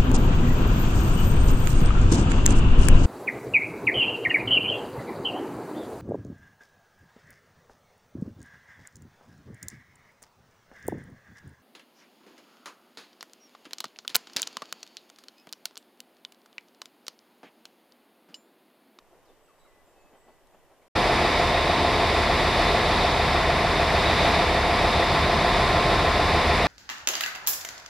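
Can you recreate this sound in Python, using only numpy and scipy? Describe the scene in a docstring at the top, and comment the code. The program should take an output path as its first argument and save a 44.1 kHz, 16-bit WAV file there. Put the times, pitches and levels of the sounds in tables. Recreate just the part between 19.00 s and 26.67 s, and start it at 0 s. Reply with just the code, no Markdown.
"""First, by a wood: quiet air, dull far-off thuds, faint birds and a few snapping twigs.
Just before 2 s the scene cuts to a station platform, where a six-cylinder diesel idles close by at
800 rpm. Its clatter, valve clacks and double knock repeat every cycle; gears whine, a panel rattles.
Behind it sit the hum of a second, slower diesel and a thin, steady whine.
Towards the end the rumble of an approaching railcar grows underneath."""
import sys
import numpy as np
from scipy import signal
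from scipy.fft import rfft, irfft, next_fast_len
from scipy.io import wavfile
from scipy.ndimage import uniform_filter1d, map_coordinates

SR = 44100
rng = np.random.default_rng(int(sys.argv[2]) if len(sys.argv) > 2 else 0)


def to_wav(s):
    """Save 16-bit WAV."""
    ch = np.atleast_2d(s).T  # columns
    pcm = np.round(np.clip(ch, -1, 1) * 32767)  # PCM
    wavfile.write(sys.argv[1], SR, pcm.astype(np.int16))


N = 338247
TIME = np.arange(N) / SR
CYCLE_HZ, CYLINDERS = 6.668, 6  # one engine cycle is two turns of the crankshaft
PANEL_HZ = 686

# the near diesel's clean tones: cycle_multiple, level_db
ENGINE_ORDERS = [(6, -36), (12, -36.3), (24, -43), (51, -46.5), (54, -46.5), (60, -45), (62, -46),
                 (63, -45.5), (64, -44.5), (65, -45.5), (66, -46), (72, -47), (74, -47), (76, -45),
                 (82, -46), (90, -42), (97, -39), (104, -43.5), (108, -35.8), (112, -43), (114, -43.5),
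                 (121, -41.7), (135, -42.5), (136, -43), (141, -46), (144, -44), (170, -42), (255, -47),
                 (267, -44.5), (286, -46), (306, -47)]
# its gear tones: cycle_multiple, level_db
GEAR_TONES = [(153, -45), (154, -44.5), (155, -47), (156, -41.5), (158, -44.5), (159, -39.3), (173, -47.5)]
# how hard its covers and valves rattle: time_s, gain_db
RATTLE_RIDE = [(2, -0.5), (2.68, 0.1), (2.85, -1.2), (3.05, -0.5), (3.7, -1), (4.1, -1.3), (4.4, 0),
               (5.05, -0.6), (5.5, 0.5), (5.9, -0.9), (7.2, -0.7), (7.45, 0.3)]


def amp(db):
    """Decibels to gain."""
    return 10 ** (np.asarray(db) / 20)


def unit_rms(x):
    """Scales to rms 1."""
    return x / np.sqrt(np.mean(x ** 2) + 1e-20)


def bell(x, centre, width):
    """A Gaussian bump of height 1."""
    return np.exp(-.5 * ((x - centre) / width) ** 2)


def spectrum_at(points, hz):
    """Reads a spectrum along a log-frequency axis."""
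    f, value = np.transpose(points)
    return np.interp(np.log(hz + 1), np.log(f + 1), value)


def fader(rows):
    """A level ride in dB, read at every sample."""
    return np.interp(TIME, *np.transpose(rows))


def filtered(x, gain):
    """Filters by a gain that is a function of frequency."""
    size = next_fast_len(N + 4096)
    return irfft(rfft(x, size) * gain(np.fft.rfftfreq(size, 1 / SR)), size)[:N]


def eq(x, colour):
    """Filters by a curve in dB."""
    return filtered(x, lambda hz: amp(spectrum_at(colour, hz)))


def noise(colour):
    """Noise of rms 1 with the given spectrum."""
    return unit_rms(eq(rng.standard_normal(N), colour))


def drift(rate_hz):
    """A slow random wander of rms 1, no faster than rate_hz."""
    t = np.linspace(0, N / SR, 800)
    f = rate_hz * np.geomspace(1 / 10, 1, num=16)[:, None]
    waves = np.sin(2 * np.pi * (f * t + rng.random(f.shape))) / np.sqrt(f)
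    return np.interp(TIME, t, unit_rms(waves.sum(0)))


def stereo(x, width):
    """Scattered reflections reach left and right differently."""
    t = TIME[:16384]
    scatter = rfft(rng.standard_normal(len(t)) * np.exp(-t / .07))
    echo = signal.oaconvolve(x, irfft(np.exp(1j * np.angle(scatter))))[:N]
    side = eq(echo, width)
    return np.array([x + side, x - side])


def tones(cycles, orders, gain_db, waver_db, waver_turns):
    """Clean multiples of an engine's cycle rate; each wavers slightly on its way through the air."""
    out = np.zeros(N)
    for multiple, db in orders:
        phase = np.round(multiple) * cycles + rng.random() + waver_turns * drift(1.97)
        out += amp(gain_db + db + waver_db * drift(4)) * unit_rms(np.sin(2 * np.pi * phase))
    return out


def strikes(cycles, rows, uneven_db, slop_ms):
    """Each blow rings near the same crank angle: harder or softer, earlier or later each cycle."""
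    cycle_ms = 1000 / CYCLE_HZ
    out = np.zeros(N)
    for start_ms, hz, ring_ms, db in rows:
        since = cycles - start_ms / cycle_ms
        stroke = np.floor(since).astype(int)
        harder, later = rng.standard_normal((2, 128))[:, stroke % 128]
        age_ms = np.maximum((since - stroke) * cycle_ms - slop_ms * later, 0)
        envelope = age_ms / ring_ms * np.exp(1 - age_ms / ring_ms)
        out += amp(db + uneven_db * harder) * envelope * np.sin(2 * np.pi * hz * age_ms / 1000)
    return out


def air():
    """A quiet, almost steady bed of outdoor air."""
    # its colour: freq_hz, level_db
    colour = [(8, -1), (20, 4), (55, -9), (108, -11.5), (229, -10), (357, -3), (603, -3), (1110, -8),
              (1350, -14), (1930, -13.5), (2200, -17.5), (3100, -19), (4080, -25), (15000, -29)]
    return amp(-62 + 0.16 * drift(8.3)) * noise(colour)


def far_thuds():
    """Short, dull swells of noise in the distance."""
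    # each thud: peak_s, level_db, half_length_s
    hits = [(.13, -61, 0.017), (.17, -67, .02), (0.304, -61, 0.024), (0.883, -64, .008),
            (0.977, -59.5, 0.01), (1.06, -61, 0.014), (1.142, -57.5, .028), (1.29, -55, 0.021),
            (1.548, -56.5, 0.011), (1.728, -59, .02)]
    # their colour: freq_hz, level_db
    colour = [(60, -25), (150, -13), (300, 0.5), (600, 1), (1100, -6), (1600, -19), (3000, -23),
              (6000, -45)]
    return sum(amp(db) * bell(TIME, s, half) for s, db, half in hits) * noise(colour)


def birds(settle_s=0.015, echo_t60_s=.8):
    """Whistles that slide to a held pitch and echo among the trees; high notes quaver most."""
    # the calls: start_s, length_s, first_hz, last_hz, level_db, swell_db
    notes = [(.25, .06, 6300, 3450, -76, -1), (.42, .05, 7650, 7900, -80, -1),
             (.475, .07, 2720, 2620, -80, -1), (.482, .04, 1480, 1060, -66, -1),
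             (.578, .03, 5300, 4300, -82, -1), (.595, .08, 3880, 3880, -77.5, -7),
             (.588, .03, 7950, 7750, -77, -1), (.648, .035, 1520, 1050, -66, -1),
             (.655, .18, 2350, 1990, -72, 6), (.855, .085, 7100, 7500, -81, -1),
             (.955, .15, 2640, 2590, -77.5, -1), (.97, .06, 4600, 4450, -85, -1),
             (1.005, .045, 6950, 7100, -80, -1), (1.133, .045, 3130, 3090, -77.5, -1),
             (1.135, .035, 1980, 1990, -74, -1), (1.16, .09, 8350, 7700, -79.5, -1),
             (1.21, .2, 1930, 1980, -77.5, -5), (1.28, .05, 4600, 4450, -85, -1),
             (1.51, .07, 6950, 7100, -85, -1), (1.82, .016, 2400, 1800, -74, -1)]
    # tree echo, strongest for the distant high calls: freq_hz, gain_db
    echo_colour = [(1000, -5), (2000, -9), (3500, -5), (7000, 0)]
    out = np.zeros(N)
    for start_s, length_s, first_hz, last_hz, db, swell_db in notes:
        t = np.arange(round(length_s * SR)) / SR
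        start = round(start_s * SR)
        jitter = unit_rms(uniform_filter1d(rng.standard_normal(SR), size=100))[:len(t)]
        quaver = 1 + .00025 * (last_hz / 1000) ** 2 * jitter
        hz = (last_hz + (first_hz - last_hz) * np.exp(-t / settle_s)) * quaver
        envelope = signal.windows.tukey(len(t), .12) * amp(swell_db * t / length_s)
        whistle = np.sin(2 * np.pi * np.cumsum(hz) / SR)
        out[start:start + len(t)] += amp(db) * unit_rms(whistle * envelope)
    trees = rng.standard_normal(SR) * amp(-60 * TIME[:SR] / echo_t60_s)
    echo = signal.oaconvolve(out, trees / np.linalg.norm(trees))[:N]
    return out + eq(echo, echo_colour)


def twigs():
    """Twigs snap in tiny bursts of bright noise."""
    # each snap: start_s, level_db, decay_s
    snaps = [(.46, -68, .002), (1.471, -59, .002), (1.826, -67, .002)]
    # their colour: freq_hz, level_db
    colour = [(1000, -30), (3400, -12), (4000, 0), (4800, -7), (8500, 0), (12000, -20)]
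    envelope = sum(amp(db) * (TIME > s) * np.exp(-abs(TIME - s) / decay) for s, db, decay in snaps)
    return envelope * noise(colour)


def thin_whine():
    """Faint, steady tones high above the engines."""
    # each tone: pitch_hz, level_db
    partials = [(9001, -68), (12209, -76), (13028, -74)]
    return sum(amp(db) * unit_rms(np.sin(2 * np.pi * hz * TIME)) for hz, db in partials)


def railcar():
    """Rumble that grows as the railcar nears and surges over uneven track."""
    # its level ride: time_s, level_db
    approach = [(2, -46), (3.3, -38), (3.85, -41), (4.3, -34), (4.7, -33.5), (5.05, -33), (5.2, -33.5),
                (5.45, -37), (5.65, -36), (5.9, -36.5), (6.35, -32.5), (6.7, -30.5), (7.2, -31),
                (7.67, -36)]
    # its colour: freq_hz, level_db
    colour = [(25, -29), (55, -12), (68, -6), (76, -4), (90, -11), (160, -7.5), (260, -24), (700, -24),
              (1050, -23), (1400, -16.5), (2200, -30), (6000, -64)]
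    return amp(fader(approach)) * noise(colour)


def slower_diesel(cycle_hz=6.006, hum_order=12):
    """A second engine behind the first: wavering tones over a deep hum that swells and sinks."""
    # its tones: cycle_multiple, level_db
    orders = [(18, -47), (24, -49), (36, -48), (54, -48), (60, -48), (66, -46.5), (72, -46.5), (84, -41.5),
              (114, -45), (117, -43.5)]
    # the hum's level ride: time_s, level_db
    hum_ride = [(2, -41), (2.5, -48), (3.15, -34.5), (3.5, -42), (3.9, -45), (4.25, -29.5), (4.65, -52),
                (4.95, -37.5), (5.4, -36), (5.65, -31), (5.95, -40), (6.2, -34.5), (6.6, -44),
                (7.35, -32.5), (7.67, -36)]
    cycles = cycle_hz * TIME
    hum = amp(fader(hum_ride)) * unit_rms(np.sin(2 * np.pi * hum_order * cycles))
    return hum + tones(cycles, orders, gain_db=0.5, waver_db=1.9, waver_turns=0.054)


def gears(cycles):
    """Meshing gears whine in a tight cluster of tones."""
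    # how the whine swells: time_s, gain_db
    swell = [(2, -2), (2.55, -3.5), (2.85, -1.5), (4.5, -4), (6.1, -1.5), (7, 1.5), (7.67, .5)]
    return amp(fader(swell)) * tones(cycles, GEAR_TONES, gain_db=2.0, waver_db=1.5, waver_turns=0.014)


def loose_panel(cycles, ring_ms=4.5):
    """Light blows shake a loose panel, which rings at one pitch."""
    # blows within a cycle: start_ms, level_db
    taps = [(6, -34), (23, -28), (39, -31), (54, -31), (63, -29), (113, -32), (120, -32), (132, -24.5)]
    # how hard it is shaken: time_s, gain_db
    shake = [(2, -1.5), (3.1, 2.5), (3.3, -6), (4.6, -5), (5.3, 3.5), (6.4, 3.5), (7.05, 3), (7.3, -5),
             (7.67, -5)]
    blows = [(ms, PANEL_HZ, ring_ms, db) for ms, db in taps]
    return amp(fader(shake)) * strikes(cycles, blows, uneven_db=1.3, slop_ms=.06)


def valves(cycles, gain_db=-4.0):
    """Valves and injectors clack in a fixed pattern."""
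    # clacks within a cycle: start_ms, pitch_hz, ring_ms, level_db
    clacks = [(4, 1000, 1.1, -23), (10.5, 2240, 2.2, -27), (13.5, 3600, 1.1, -29), (24, 920, .7, -19),
              (24.5, 2000, 2.2, -28), (32, 1430, 1.3, -26), (40, 1840, .7, -23), (44.5, 2300, .9, -21.5),
              (51.5, 920, 1.6, -22), (55, 1840, 1.2, -22.5), (61, 1000, 2.2, -24.5), (63.5, 2240, 1.6, -27),
              (69, 1920, 1.1, -25), (75.5, 2080, 1.1, -26.5), (82.5, 920, 2.2, -23), (93, 3650, 1.3, -29),
              (101.5, 4600, 1.1, -31), (106.5, 1160, 1.6, -23), (113, 2520, 1.6, -24.5),
              (116, 1760, .7, -25), (127, 1960, 1.7, -21.5), (140.5, 1240, 1.1, -25)]
    return amp(gain_db + fader(RATTLE_RIDE)) * strikes(cycles, clacks, uneven_db=2.2, slop_ms=.02)


def double_knock(cycles):
    """Two hard blows in quick succession, once a cycle."""
    # the pair: start_ms, pitch_hz, ring_ms, level_db
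    blows = [(90.25, 686, 2.5, -20), (97.55, 686, 2.5, -19.5)]
    return strikes(cycles, blows, uneven_db=1.0, slop_ms=.03)


def clatter(cycles, level_db=-23, firing_depth=0.023, shimmer_db=0.58, patchy_db=5.0):
    """Gears and valves strike alike in every cycle; combustion hiss is fresh each time."""
    # the engine block's colour: freq_hz, level_db
    block = [(15, -35), (40, -0.5), (150, -5.5), (250, -5.5), (330, -4), (420, -4.5), (580, -4.5),
             (690, -2.5), (750, -5.5), (850, -3), (1060, -5), (1550, -12), (1950, -6.5), (2500, -10.5),
             (2700, -13.5), (3250, -16.5), (3620, -8), (4250, -16.5), (4750, -15.5), (5250, -19.5),
             (5900, -28), (6600, -32.5), (11300, -38), (11900, -46), (15000, -49)]
    # how much of the clatter repeats: freq_hz, power_share
    repeats = [(60, 0.03), (300, 0.3), (600, 0.48), (1000, 0.6), (2000, 0.64), (2600, 0.62), (3600, 0.22),
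               (5200, 0.22), (7000, 0.08)]
    # how its bright ring comes and goes: time_s, gain_db
    bright_ride = [(2, -2.5), (2.42, -1), (2.65, 1), (3.25, -1.2), (4.12, 0.5), (4.35, -1), (4.93, -1.6),
                   (5.07, 1.5), (5.5, -2.3), (6.1, 0.2), (7.1, -0.2), (7.67, -1.5)]
    count = round(SR / CYCLE_HZ / 2)
    partials = np.exp(2j * np.pi * rng.random(count)) * amp(patchy_db * rng.uniform(-1.2, 1, count))
    partials[[round(k) for k, _ in ENGINE_ORDERS + GEAR_TONES]] = 0  # room for the clean tones
    partials[abs(np.arange(count) * CYCLE_HZ - PANEL_HZ) < 30] = 0  # room for the panel
    loop = unit_rms(irfft(partials))
    position = (cycles + 0.0002 * drift(9)) % 1  # follows the crankshaft with a little slack
    looped = map_coordinates(loop, [position * len(loop)], order=3, mode="grid-wrap")
    share = lambda hz: np.clip(spectrum_at(repeats, hz), 0, 1)
    metal = filtered(looped, lambda hz: np.sqrt(share(hz)))
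    hiss = filtered(rng.standard_normal(N), lambda hz: np.sqrt(1 - share(hz)))
    throb = 1 + firing_depth * np.cos(2 * np.pi * CYLINDERS * cycles)
    body = unit_rms(eq((metal + hiss) * throb, block))
    # the covers rattle near 2150 Hz and ease off around the knock, 92 ms into each cycle
    lull_db = -1.5 * bell(cycles % 1 * 1000 / CYCLE_HZ, 92, 12)
    covers = (amp(fader(RATTLE_RIDE) + lull_db) - 1) * filtered(body, lambda hz: bell(hz, 2150, 450))
    bright = (amp(fader(bright_ride)) - 1) * filtered(body, lambda hz: bell(hz, 3800, 340))
    return amp(level_db + shimmer_db * drift(5)) * (body + covers + bright)


def near_diesel(cycle_zero_s=2.0):
    """One crankshaft drives every part; the governor lets it run slightly ahead and behind."""
    cycles = CYCLE_HZ * (TIME - cycle_zero_s) + 0.0012 * drift(0.705)
    mechanics = double_knock(cycles) + loose_panel(cycles) + valves(cycles) + clatter(cycles)
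    drone = tones(cycles, ENGINE_ORDERS, gain_db=-0.63, waver_db=0.96, waver_turns=0.013)
    return mechanics + drone + gears(cycles)


def scene(wood_ends_s=1.884, station_starts_s=1.951):
    """The wood, a moment of silence, then the station."""
    # stereo width by the wood: freq_hz, side_minus_mid_db
    wood_width = [(60, 2), (180, -8), (540, -20), (1640, -12), (4930, -1.5), (14800, 0)]
    # stereo width on the platform: freq_hz, side_minus_mid_db
    station_width = [(30, -30), (80, -26), (170, -42), (350, -53), (700, -25.5), (1400, -14), (2800, -13),
                     (5000, -10), (7000, 2), (9500, -15), (13000, -4.5)]
    wood = stereo(air() + far_thuds() + birds() + twigs(), wood_width)
    station = stereo(near_diesel() + slower_diesel() + railcar() + thin_whine(), station_width)
    fade_out = np.clip((wood_ends_s - TIME) / .004, 0, 1)
    fade_in = np.clip((TIME - station_starts_s) / 0.0077, 0, 1)
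    return fade_out * wood + fade_in * station


def record(dry, cutoff_hz=15150):
    """A steep low-pass trims the very top."""
    lowpass = signal.firwin(511, cutoff_hz, window=("kaiser", 9), fs=SR)
    return signal.oaconvolve(dry, lowpass[None], "same")


dry = scene()
out = record(dry)
to_wav(out)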